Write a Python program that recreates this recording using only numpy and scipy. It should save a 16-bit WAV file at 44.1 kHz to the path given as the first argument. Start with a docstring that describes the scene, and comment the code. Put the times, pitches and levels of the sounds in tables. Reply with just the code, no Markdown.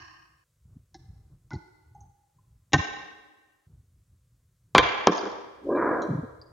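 """First heard is the fading end of a blow on an open dome of small magnetic balls on a table top.
Hands then lay chains and a band of balls around the dome: balls snap together in bursts of clicks
that excite damped modes; the band drops with bright ticks after it and is dragged; the table thuds softly.
A late, wide reverberation of sparse reflections follows the balls and is twice cut off.
Table rumble and hiss are filtered noise beneath."""
import sys
import numpy as np
from scipy import signal
from scipy.fft import rfft, irfft
from scipy.io import wavfile
from scipy.ndimage import uniform_filter1d

SR = 44100
rng = np.random.default_rng(int(sys.argv[2]) if len(sys.argv) > 2 else 0)


def persist_wave(psi):
    """Save psi, clipped to +-1, as 16-bit WAV."""
    counts = np.round(np.clip(psi, -1, 1) * 32767).astype(np.int16)
    wavfile.write(sys.argv[1], SR, np.atleast_2d(counts).T)


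N = 287532
LEAD = 8820  # samples played before time zero


def gain_of(db):
    """Logarithmic level: decibels to an amplitude factor."""
    return 10 ** (np.asarray(db) / 20)


def evened(x):
    """Power normalisation: scales to rms 1."""
    return x / np.sqrt(np.mean(x ** 2) + 1e-20)


def sized(x, db, t60):
    """Energy equivalence: gives x the energy of a decay that starts at rms db and lasts t60."""
    decay_norm = np.sqrt(t60 * SR / (2 * np.log(1000)))
    return gain_of(db) * x * decay_norm / np.linalg.norm(x)


def read(points, hz):
    """Spectral interpolation on a log-frequency axis."""
    f, value = np.transpose(points)
    return np.interp(np.log(hz + 1), np.log(f + 1), value)


def add(mix, s, sound):
    """Superposition: adds a sound at time s to a mix that starts before zero."""
    part = mix[round(s * SR) + LEAD:][:len(sound)]
    part += sound[:len(part)]


def coloured(points, channels):
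    """Stationary noise: white noise shaped to the given spectrum, at rms 1."""
    white = rfft(rng.standard_normal((channels, N)))
    shape = gain_of(read(points, np.fft.rfftfreq(N, 1 / SR)))
    return evened(irfft(white * shape, N))


def burst(t60, size=8192):
    """Impulsive excitation: uneven clicks of closing balls die away after a strong first one."""
    t = np.arange(size) / SR
    uneven_db = 3.0 * np.minimum(rng.exponential(1, size), 3)
    present = rng.random(size) < .25
    clicks = rng.standard_normal(size) * gain_of(uneven_db) * present
    clicks[0] = -9.5
    room_tail = gain_of(-19.5 - 60 * t / .22)  # weak slow tail of the burst, like a small room
    return clicks * (gain_of(-60 * t / max(t60, .002)) + room_tail * (t60 > .015))


def peak(hz, f, width):
    """Resonance: one steep-sided causal response, 9 dB down at width Hz from its centre."""
    return (width / (width + 1j * (hz - f))) ** 3


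def struck(drive, modes):
    """Modal superposition: spectrum of driven modes, each given its due energy."""
    hz, out = np.fft.rfftfreq(16384, 1 / SR), 0
    drive_spectrum = rfft(drive, 16384)
    for f, width, db in modes:
        mode = peak(hz, f, width)
        rung = drive_spectrum * mode
        out = out + gain_of(db) * rung * np.linalg.norm(mode) / np.linalg.norm(rung)
    return out


# steady hiss spectrum: frequency_hz, relative_density_db (per Hz)
HISS_SPECTRUM = [(290, -27), (500, -1), (855, -16), (1050, -7), (1900, -10.5), (2430, -12.5), (2980, -12.5),
                 (5240, -11.5), (7420, -8), (16000, -16)]


def hiss():
    """Broadband noise floor: two partly correlated channels of steady noise."""
    a, b = coloured(HISS_SPECTRUM, channels=2)
    return gain_of(-80) * np.array([a + 0.41 * b, a - .3 * b])


def air():
    """Amplitude-modulated noise: faint treble hiss with a quick rise, slow climb and steady fade."""
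    start_s, rise_s, climb_s = 5.616, .025, 0.48  # during the drag
    start_db, climb_db, fade_db_per_s = -72.5, 4, 38.5
    t = np.arange(N) / SR - start_s
    db = start_db + climb_db * np.clip(t / climb_s, 0, 1)
    db -= fade_db_per_s * np.maximum(t - climb_s, 0)
    noise = coloured([(2500, -17.5), (3500, -5.0), (8000, -13), (16000, -22.5)], channels=2)
    return noise * gain_of(db) * np.clip(t / rise_s, 0, 1)


# course of the table's rumble: time_s, level_db
RUMBLE_LEVEL = [(0, -61.5), (.55, -76.5), (.65, -59), (.77, -58), (.88, -73), (1.0, -51), (1.8, -65.5),
                (2.071, -54), (2.3, -74), (2.37, -64), (2.699, -63.5), (2.849, -56), (3.2, -79),
                (3.66, -81), (3.671, -52.5), (3.96, -66.5), (4.4, -61.5), (4.56, -70.5), (4.72, -63),
                (4.829, -35), (4.93, -59), (5.59, -70.5), (5.67, -49.5), (5.941, -59), (6.28, -45),
                (6.52, -54)]
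# rumble spectrum: frequency_hz, relative_density_db (per Hz)
RUMBLE_SPECTRUM = [(15, -38.5), (25, -13.5), (49, -3), (119, -3), (159, -11), (206, -23.5), (401, -31.5),
                   (510, -40), (1500, -47.5), (1950, -77.5), (3300, -120)]


def rumble():
    """Low-frequency random vibration of the table, lumpy and nearly alike in both channels."""
    lumps_db, lump_s = 3, .06  # rms swing of the level, smoothing span
    s, db = np.transpose(RUMBLE_LEVEL)
    a, b = coloured(RUMBLE_SPECTRUM, channels=2)
    span = round(lump_s * SR)
    smooth = uniform_filter1d(rng.standard_normal(N), span)
    lumps = evened(uniform_filter1d(smooth, span))
    level_db = np.interp(np.arange(N) / SR, s, db) + lumps_db * lumps
    return np.array([a + .03 * b, a - .03 * b]) * gain_of(level_db)


# reverberation time by band: frequency_hz, t60_s
HALL_DECAY = [(100, .4), (300, 1.4), (700, 1.147), (1800, 1.223), (5000, 0.99), (8000, 0.71)]
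# initial colour of the reverberation: frequency_hz, relative_level_db
HALL_TINT = [(80, -23.5), (200, -7.5), (400, 0), (1000, 1), (3000, 2), (7000, -1.5)]
# moments at which an edit cuts off the reverberation: time_s
CUTS = [.44, 3.67]


def hall(x):
    """Late reverberation: delayed sparse reflections whose bands die at their own speeds, up to a cut."""
    delay_s, same = 0.036, 0.13  # gap before the tail, correlation of the channels' taps
    uneven_db, blend_s = 4.5, .25  # single reflections stand out early, then blend
    echo_s, echo_gap_s, echo_db = .018, 0.029, 4.5  # evenly spaced swells in the tail

    # one tap of random sign in every 40 samples
    size = 2 * SR
    taps = np.zeros((2, size))
    at = np.arange(0, size - 40, 40) + rng.integers(0, 40, (2, (size - 1) // 40))
    np.put_along_axis(taps, at, rng.choice([-1., 1.], at.shape), 1)
    scatter = np.minimum(rng.exponential(1, size), 4) - 1.5
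    taps *= gain_of(uneven_db * np.exp(-np.arange(size) / SR / blend_s) * scatter)
    taps[1] = same * taps[0] + np.sqrt(1 - same ** 2) * taps[1]

    hz, t, z = signal.stft(taps, SR, nperseg=256)
    decay_db = 60 * t / read(HALL_DECAY, hz)[:, None]
    z = z * gain_of(read(HALL_TINT, hz)[:, None] - decay_db)
    tail = signal.istft(z, SR, nperseg=256)[1]

    late = np.arange(tail.shape[1]) / SR
    tail *= 1 - np.exp(-late / 0.009)  # the tail builds up
    turn = np.round((late - echo_s) / echo_gap_s).clip(0)
    swell = np.exp(-((late - echo_s - turn * echo_gap_s) / 0.0052) ** 2) * (late < .34)
    tail *= gain_of(echo_db * swell)
    tail = np.pad(tail / np.linalg.norm(tail[0]), [(0, 0), (round(delay_s * SR), 0)])

    shots = np.split(x, [round(s * SR) + LEAD for s in CUTS])
    wet = [signal.fftconvolve(shot[None], tail, axes=1)[:, :len(shot)] for shot in shots]
    return np.hstack(wet)


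# hands and drops push the table: time_s (just before the crest), level_db (lower partial),
# pitch_hz (lower partial), length_s (between the 1/e points)
TABLE_THUDS = [(.654, -48.5, 91, .016), (.764, -37, 127, 0.011), (1.094, -41.5, 85, 0.019),
               (1.535, -28.5, 127.5, 0.018), (1.559, -28, 90.5, 0.016), (2.741, -14, 130, 0.0088),
               (2.759, -18, 140, 0.019), (2.789, -23, 89.5, 0.022), (4.757, -24.5, 146, 0.017),
               (4.79, -24, 65.4, 0.018), (5.078, -23, 176, 0.012), (5.1, -26.5, 185, 0.018),
               (6.089, -26, 190.7, 0.0148), (6.105, -20.5, 144, 0.0202), (6.129, -25, 205, 0.0145),
               (6.149, -22, 151.5, 0.0159), (6.185, -24, 152, 0.022), (6.235, -29.5, 242, 0.014)]


def thuds(mix):
    """Forced low modes: a soft push sounds two partials that swell and fade under a Gaussian."""
    for (s, db, f, length), turn in zip(TABLE_THUDS, rng.random(len(TABLE_THUDS))):
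        t = np.arange(-3 * length, 3 * length, 1 / SR)
        lower = -np.cos(2 * np.pi * f * t)
        upper = .4 * np.cos(2 * np.pi * (1.9 * f * t + turn))
        envelope = np.exp(-(t / length * 2.0) ** 2)
        add(mix, s - 2.7 * length, gain_of(db) * envelope * (lower + upper))


# the drag: time_s, level_db, highest_excited_hz, rasp_db (broad rasp against the table's modes)
DRAG_STROKE = [(5.61, -59, 299, -28), (5.66, -36, 477, -24.5), (5.691, -26, 920, -31.5),
               (5.72, -24, 1700, -39), (5.765, -23, 2350, -32.5), (5.79, -25, 2270, -6.5),
               (5.92, -24.5, 2180, -11), (6.0, -30.5, 1700, -3.5), (6.059, -31, 1200, -19.5),
               (6.1, -44, 920, -13.5)]
# modes of the table top: frequency_hz, width_hz, peak_db
TABLE_MODES = [(232, 60, -12.5), (325, 49.5, 5), (421, 65, 1), (531, 97, -2), (652, 164, -10.5),
               (1008, 35, 0), (1192, 53, -10), (1610, 51, -9.5), (2352, 32, -9.5)]


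def drag(mix):
    """Stick-slip friction: random slips excite table modes up to a moving limit, plus a broad rasp."""
    s, db, *controls = np.transpose(DRAG_STROKE)
    size = round((s[-1] - s[0]) * SR)
    uneven = gain_of(1.5 * rng.exponential(1, size))
    slips = rng.standard_normal(size) * uneven * (rng.random(size) < .1)
    hz, t, z = signal.stft(slips, SR, nperseg=1024, noverlap=768)
    top_hz, rasp_db = (np.interp(t + s[0], s, c) for c in controls)
    soft = 1 / (1 + (hz[:, None] / top_hz) ** 9.1) / (1 + (hz[:, None] / 2500) ** 30)
    body = np.sqrt(sum(abs(gain_of(mode_db) * peak(hz, f, w)) ** 2 for f, w, mode_db in TABLE_MODES))
    rasp = gain_of(rasp_db) * abs(peak(hz, 1227, 800))[:, None]
    z = z * soft * (body[:, None] + rasp)
    z /= uniform_filter1d(np.linalg.norm(z, axis=0), 5) + 1e-12  # the level follows the stroke alone
    rub = evened(signal.istft(z, SR, nperseg=1024, noverlap=768)[1][:size])
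    stroke = gain_of(np.interp(s[0] + np.arange(size) / SR, s, db))
    add(mix, s[0], rub * stroke * signal.windows.tukey(size, .05))


# dry bright ticks after the slam, probably its early reflections: start_s, level_db
SLAM_REFLECTIONS = [(5.1223, -42), (5.1342, -31.5), (5.1415, -43.5), (5.1507, -36.5), (5.1623, -32),
                    (5.1806, -27.5), (5.2165, -43), (5.254, -40), (5.2784, -44.5), (5.3173, -39)]


def slam_reflections(mix):
    """Heavily damped resonance: short bursts on two broad treble modes give dry bright ticks."""
    for s, db in SLAM_REFLECTIONS:
        rung = irfft(struck(burst(0.01), [(4700, 2500, 0.0043), (6830, 3700, 0.012)]))
        add(mix, s, sized(rung, db, 0.0061))


# tones of balls touching: start_s, level_db, pitch_hz, t60_s (of the exciting burst)
TOUCH_TONES = [(.944, -45.5, 771, 0.056), (0.944, -55, 1670, 0.045), (1.511, -41.5, 851, 0.15),
               (1.511, -41, 1460, 0.09), (1.552, -49.5, 4393, 0.032), (1.947, -50.5, 820, 0.42),
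               (1.949, -69.5, 6300, 0.075), (2.006, -58.5, 6280, 0.086), (2.384, -60.5, 1046, 0.049),
               (5.188, -37, 4810, 0.065), (5.17, -42.5, 6460, .08), (5.76, -62, 3950, 0.064),
               (6.021, -58, 3280, 0.11), (6.019, -48.5, 4010, .12), (6.02, -52, 5830, 0.13),
               (6.02, -50.5, 6680, .063), (6.415, -45, 4720, 0.034)]


def pings(mix):
    """Selective resonance: a burst of contacts rings one narrow band."""
    for s, db, f, t60 in TOUCH_TONES:
        rung = irfft(struck(burst(t60), [(f, 0.059 * f, 0)]))
        add(mix, s, sized(rung, db, t60))


# hard single-cycle knocks within the band's blows: start_s, level_db (peak of the cycle), pitch_hz
HARD_KNOCKS = [(4.7508, 4.5, 933), (4.782, 6, 2220), (5.0723, 1.5, 786)]


def slams(mix):
    """Impact pulse: one hard cycle, pressure drop first."""
    for s, db, f in HARD_KNOCKS:
        cycle = np.sin(2 * np.pi * np.arange(0, 1, f / SR))
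        add(mix, s, -gain_of(db) * cycle)


# modes of each object: frequency_hz, width_hz, relative_level_db
OPEN_DOME_MODES = [(321, 36, -4), (750, 116, -4.5), (1102, 92, 6.5), (1196, 105, 6.5), (1625, 105, 3.5),
                   (1828, 103, 1.5), (2130, 75, -32), (2450, 61, -14), (2744, 230, -6), (2900, 210, 2),
                   (4430, 490, -4), (5460, 190, 1.5), (6500, 2000, -17)]
CHAIN_MODES = [(151.5, 42, -0.5), (330, 38, 9), (830, 220, -1), (2022, 94, 8.5), (3240, 920, -36),
               (4240, 850, -4), (5440, 900, -4), (6330, 1330, -11.5)]
DOME_MODES = [(159, 50, -2), (333, 40, -4.5), (540, 240, 2), (750, 60, 4.5), (1040, 75, 1.5),
              (1260, 92, -1), (1541, 55, 11.5), (1849, 56, 8.5), (2040, 180, -14), (2510, 590, -3.5),
              (2960, 210, -1.5), (3219, 527, 8.5), (3601, 340, 1.5), (4372, 600, -1), (5200, 580, -9.5),
              (5780, 660, -7.5), (6510, 2200, -4)]
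BAND_MODES = [(200.5, 25, -4.5), (307, 26, 3), (422, 60, 5.5), (511, 33, 7.5), (699, 31, -0.5),
              (770, 59, -1), (1051, 40, 7.5), (1176, 100, 6.5), (1465, 280, 5.5), (1545, 43, -0.5),
              (1978, 250, -4.5), (2218, 140, 1), (2332, 93, 3), (2900, 240, -14.5), (3152, 150, 4.5),
              (3840, 400, -1), (5117, 790, -9), (5510, 810, 1.5), (5950, 2000, -2.5)]
# edges of the registers thud, knock, clack, click and tick: edge_hz
REGISTER_EDGES = [0, 450, 1350, 2500, 3900, 9000]
# a middling blow's balance by object: thud_db, knock_db, clack_db, click_db, tick_db
REGISTER_BALANCES = {"open dome": (-8.5, 0, 1, -11.5, -6), "chain": (-0.5, -7, -12, -29, -10.5),
                     "dome": (-3, 0, 0.5, -8, -8.5), "band": (-1.5, 1.5, -4.5, -14, -17.5)}
# blows: start_s, object, level_db, hardness_db (per register upward),
# spread_db (per squared register step from the middle), t60_s (of the burst of balls closing up)
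OBJECT_BLOWS = [(-.12, "open dome", -18.5, .1, 0.38, 0.034), (.944, "chain", -47, 1.5, 1.56, .07),
                (1.506, "chain", -35, -0.7, -2, .17), (1.533, "chain", -43.5, -1.5, 1.44, 0.13),
                (2.722, "dome", -41, -1, 0.4, .076), (2.7331, "dome", -8.5, 1.3, -0.19, 0.058),
                (2.737, "dome", -11, -0.6, 0.45, 0.045), (4.7493, "band", -3, 2, -1, .026),
                (4.758, "band", -13, 0.2, 0.72, 0.1), (4.7804, "band", 0.9, 6.5, -2.5, 0.051),
                (5.071, "band", 0, 6, -0.17, .005), (5.075, "band", -18, -2, 2.06, 0.03),
                (5.082, "band", -35.5, -6, 1.6, 0.1), (5.226, "band", -35.5, -2.5, 2.5, 0.039),
                (5.255, "band", -36.5, -4.5, 1.8, 0.034)]


def blows(mix):
    """Modal impact: a burst drives the object's modes; harder blows favour the upper registers."""
    objects = {"open dome": OPEN_DOME_MODES, "chain": CHAIN_MODES, "dome": DOME_MODES, "band": BAND_MODES}
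    step = np.arange(5) - 2  # registers from the middle one
    for s, name, level_db, hard_db, spread_db, t60 in OBJECT_BLOWS:
        rung = irfft(struck(burst(t60), objects[name]))
        levels_db = level_db + np.array(REGISTER_BALANCES[name])
        levels_db = levels_db + hard_db * step + spread_db * step ** 2
        for lo, hi, db in zip(REGISTER_EDGES, REGISTER_EDGES[1:], levels_db):
            sos = signal.butter(2, [max(lo, 50), hi], "bandpass", fs=SR, output="sos")
            add(mix, s, sized(signal.sosfilt(sos, rung), db, t60))


def scene():
    """Direct and reverberant field: close balls and their reverberation, with dry thuds and rumble."""
    balls, hands = np.zeros((2, N + LEAD))
    thuds(hands)
    drag(balls)
    slam_reflections(balls)
    pings(balls)
    slams(balls)
    blows(balls)
    reverberation = gain_of(-11.5) * hall(balls)
    return (balls + hands + reverberation)[:, LEAD:] + rumble()


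def record(dry):
    """Band-limited transduction: a narrow microphone channel, overload clipping, hiss, treble limit."""
    mic = signal.firwin(301, 7000, window=("kaiser", 8), fs=SR)  # low-pass, Hz
    narrow = signal.oaconvolve(dry, mic[None], "same")
    narrow = signal.sosfilt(signal.butter(2, 45., "highpass", fs=SR, output="sos"), narrow)
    loud = np.clip(narrow, -.97, .97) + hiss() + air()
    edge = signal.firwin(511, 16100, window=("kaiser", 9), fs=SR)  # low-pass, Hz
    return signal.oaconvolve(loud, edge[None], "same")


dry = scene()
out = record(dry)
persist_wave(out)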